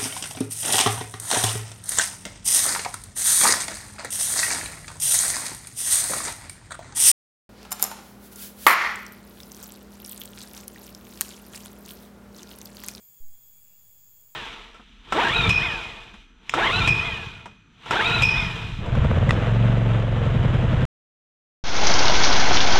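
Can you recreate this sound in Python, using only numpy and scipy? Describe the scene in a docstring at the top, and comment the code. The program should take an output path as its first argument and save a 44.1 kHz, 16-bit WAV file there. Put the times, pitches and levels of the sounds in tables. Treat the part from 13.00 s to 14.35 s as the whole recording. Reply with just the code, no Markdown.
"""From the start, insects drone high in a forest canopy over faint air and a low rumble.
One cicada's fast clicks ring as a clear whine that arches slowly in pitch; a far chorus hisses in bands.
A bush cricket scrapes out six rising chirps along the way, and a faint call fades far off.
At 0.2 s a hand nudges the camera once, giving a soft, very deep bump.
Around half a second, two more far calls swell and fade while the insects carry on."""
import sys
import numpy as np
from scipy import signal
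from scipy.fft import rfft, irfft
from scipy.io import wavfile

SR = 44100
rng = np.random.default_rng(int(sys.argv[2]) if len(sys.argv) > 2 else 0)


def to_wav(s):
    """Save 16-bit WAV."""
    ch = np.atleast_2d(s).T  # columns
    pcm = np.round(np.clip(ch, -1, 1) * 32767)  # PCM
    wavfile.write(sys.argv[1], SR, pcm.astype(np.int16))


N = 59535

# tone colour of the forest air: frequency_hz, relative_db
AIR_SPECTRUM, AIR_DB = [(60, -22), (200, -16), (280, -19.5), (400, -16.5), (800, -20), (1600, -23),
                        (2500, -23), (4000, -25), (10000, -24), (16000, -26)], -71
# tone colour of the rumble: frequency_hz, relative_db
RUMBLE_SPECTRUM = [(20, -4.5), (50, -7.5), (80, -0.5), (110, -0.5), (140, -3.5), (180, -6), (240, -23.5),
                   (400, -34)]
# fader ride on the rumble: time_s, level_db
RUMBLE_FADER = [(0, -72.5), (.15, -74), (.45, -73), (.6, -71.5), (1.1, -70.5), (1.35, -73.5)]
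# calls deep in the forest: start_s, length_s, pitch_hz, width_hz, level_db
DISTANT_CALLS = [(-.06, 0.22, 2320, 30, -82.5), (0.495, 0.38, 2358, 35, -81.5),
                 (0.563, 0.27, 2730, 109, -79.5)]
# the chorus's low, middle and high singers: frequency_hz, relative_db
LOW_BAND, LOW_DB = [(4000, -26), (4400, -5.5), (4700, -2.5), (4980, 0.5), (5150, -24)], -79
MID_BAND, MID_DB = [(5800, -28), (6300, -18), (6500, -8.5), (6700, -4), (7050, 0), (7250, -4),
                    (7520, -2), (7640, -11), (7950, -18), (8500, -47)], -65.5
HIGH_BAND, HIGH_DB = [(10500, -49.5), (12000, -24), (12900, -22.5), (13400, -8.5), (13850, -12),
                      (14200, -5), (14600, -8), (15200, -3.5), (15700, 3)], -57
# pulsing of single singers: rate_hz
MID_BUZZ_HZ, HIGH_BUZZ_HZ = [92.4, 135.8, 268], [20.45, 61.1, 195.5]
# bush cricket chirps: start_s, length_s, pitch_hz, level_db
CRICKET_CHIRPS = [(-.03, 0.084, 9170, -69.5), (0.072, 0.099, 9260, -69), (0.256, .14, 9270, -71.5),
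                  (0.516, 0.11, 9350, -68.5), (0.798, .135, 9380, -70), (1.125, 0.19, 9390, -71)]
# the cicada's click rate: time_s, rate_hz
CICADA_RATE = [(0, 333.8), (.26, 332.2), (.33, 333.6), (.55, 334.7), (.72, 335.8), (1.0, 334.2),
               (1.18, 332.8), (1.35, 331.8)]
# fader ride on its shrill partial: time_s, level_db
SHRILL_FADER = [(0, -66), (.08, -55.5), (.23, -68.5), (.37, -71), (.44, -59.5), (.65, -73.5), (.9, -61.5),
                (1.04, -68.5), (1.18, -56), (1.24, -74), (1.35, -66)]
# fader ride on its low whistle: time_s, level_db
WHISTLE_FADER = [(0, -73), (.07, -79.5), (.12, -76), (.2, -76), (.26, -83.5), (.35, -74), (.56, -74),
                 (.63, -77), (.9, -77.5), (1.0, -76), (1.08, -81), (1.2, -76), (1.27, -89), (1.305, -74.5),
                 (1.35, -86)]
# its weak partials: rate_multiple, level_db
WEAK_PARTIALS = [(7, -90), (8, -96.5), (11, -93), (20, -75), (39, -74.5), (40.5, -83), (41, -82)]


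def amp(db):
    """Decibels to gain."""
    return 10 ** (np.asarray(db) / 20)


def unit(x):
    """Scales to rms 1."""
    return x / np.sqrt(np.mean(abs(x) ** 2) + 1e-20)


def clock():
    """Time of every sample, in seconds."""
    return np.arange(N) / SR


def curve(points):
    """Joins (time_s, value) points by straight lines."""
    return np.interp(clock(), *np.transpose(points))


def noise(spectrum):
    """Noise of rms 1, coloured by a spectrum that dies away beyond its ends."""
    hz, db = np.transpose(spectrum)
    f = np.fft.rfftfreq(N, 1 / SR)
    eq = amp(np.interp(np.log(f + 1), np.log(hz), db, -90, -90))
    return unit(irfft(rfft(rng.standard_normal(N)) * eq, N))


def flutter(width_hz):
    """Complex random wavering of rms 1, about width_hz fast."""
    f = np.fft.fftfreq(N, 1 / SR)
    white = rng.standard_normal(N) + 1j * rng.standard_normal(N)
    return unit(np.fft.ifft(white / (1 + (f / width_hz) ** 2)))


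def tone(hz, scatter, width_hz):
    """A tone of rms 1, part of it blurred, as when leaves scatter it."""
    carrier = np.exp(2j * np.pi * np.cumsum(hz * np.ones(N)) / SR)
    return unit((carrier * (1 + scatter * flutter(width_hz))).real)


def air():
    """The bed: faint forest air over an uneven low rumble."""
    return amp(AIR_DB) * noise(AIR_SPECTRUM) + amp(curve(RUMBLE_FADER)) * noise(RUMBLE_SPECTRUM)


def far_calls():
    """Blurred calls swell and fade deep in the forest."""
    out = np.zeros(N)
    for start, length, hz, width, db in DISTANT_CALLS:
        swell = np.sin(np.pi * np.clip((clock() - start) / length, 0, 1))
        out += amp(db) * swell * tone(hz, scatter=3.4, width_hz=width)
    return out


def buzz(rates, depth):
    """Tremolo of several singers, each pulsing unsteadily at its own rate."""
    return unit(1 + depth * sum(tone(hz, scatter=2.9, width_hz=1.8) for hz in rates))


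def chorus():
    """Many far singers merge into three hissing bands, the upper two buzzing, and one narrow trill."""
    low = amp(LOW_DB) * noise(LOW_BAND)
    middle = amp(MID_DB) * noise(MID_BAND) * buzz(MID_BUZZ_HZ, depth=0.038)
    high = amp(HIGH_DB) * noise(HIGH_BAND) * buzz(HIGH_BUZZ_HZ, depth=0.055)
    trill = amp(-73.5) * tone(hz=7747, scatter=3.3, width_hz=43)
    return low + middle + high + trill


def camera_bump(start_s=0.203, rise_s=0.016, fall_s=0.12, recover_hz=0.1):
    """A light knock, one slow push on the microphone, and a short shudder of the camera in the hand."""
    t = clock() - start_s
    age = np.maximum(t, 0)
    push = (1 - np.exp(-age / rise_s)) * np.exp(-(age / fall_s) ** 2)
    push = signal.lfilter(*signal.butter(1, recover_hz, "high", fs=SR), push)
    knock_age = np.maximum(t + 0.0033, 0) / 0.0032  # peaks just as the push begins
    knock = knock_age * np.exp(1 - knock_age) * tone(hz=425.7, scatter=0.95, width_hz=120)
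    swell = np.exp(-((t - 0.074) / 0.039) ** 2)  # peaks 74 ms into the push
    shudder = swell * tone(hz=103.84, scatter=1.14, width_hz=34)
    return amp(-30) * push + amp(-69) * knock + amp(-62) * shudder


def canopy(x, t60_s, wet_db):
    """Adds the diffuse reverb of trunks and leaves."""
    tail = unit(rng.standard_normal(N) * amp(-60 * clock() / t60_s)) / np.sqrt(N)
    return x + amp(wet_db) * signal.fftconvolve(x, tail)[:N]


def bush_cricket(attack_s=0.047, release_s=0.025, ring_s=0.071, glide_hz_per_s=400):
    """Short rising chirps, roughened by the teeth of the file, each trailing off in a purer note."""
    out = np.zeros(N)
    for start, length, hz, db in CRICKET_CHIRPS:
        t = clock() - start
        rise = np.clip(t / attack_s, 0, 1)
        fall = np.clip((length - t) / release_s, 0, 1)
        teeth = unit(1 + 0.45 * tone(hz=193.6, scatter=0.8, width_hz=46))
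        pitch = hz + glide_hz_per_s * (np.minimum(t, length) - length / 2)
        ring = amp(-1) * (1 - fall) * np.exp(-np.maximum(t - length, 0) / ring_s)
        out += amp(db) * (rise * fall * teeth + ring) * tone(pitch, scatter=0.97, width_hz=50)
    return canopy(out, t60_s=0.29, wet_db=-7.5)


def cicada():
    """The lead whine: a fast, even click train of which the body rings only a few multiples."""
    rate = curve(CICADA_RATE)
    shrill = amp(curve(SHRILL_FADER)) * tone(40 * rate, scatter=0.4, width_hz=10)
    whistle = amp(curve(WHISTLE_FADER)) * tone(10 * rate, scatter=0.26, width_hz=20)
    weak = sum(amp(db) * tone(k * rate, scatter=2.2, width_hz=6.4) for k, db in WEAK_PARTIALS)
    return shrill + whistle + weak


def scene():
    """The mono mix of insects, far calls, forest air and the bump."""
    return (cicada() + bush_cricket() + chorus() + far_calls() + air() + camera_bump())[None]


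def record(dry):
    """A steep high cut takes off the very top."""
    high_cut_hz = 15790
    taps = signal.firwin(1023, high_cut_hz, window=("kaiser", 8), fs=SR)
    return signal.oaconvolve(dry, taps[None], "same")


dry = scene()
out = record(dry)
to_wav(out)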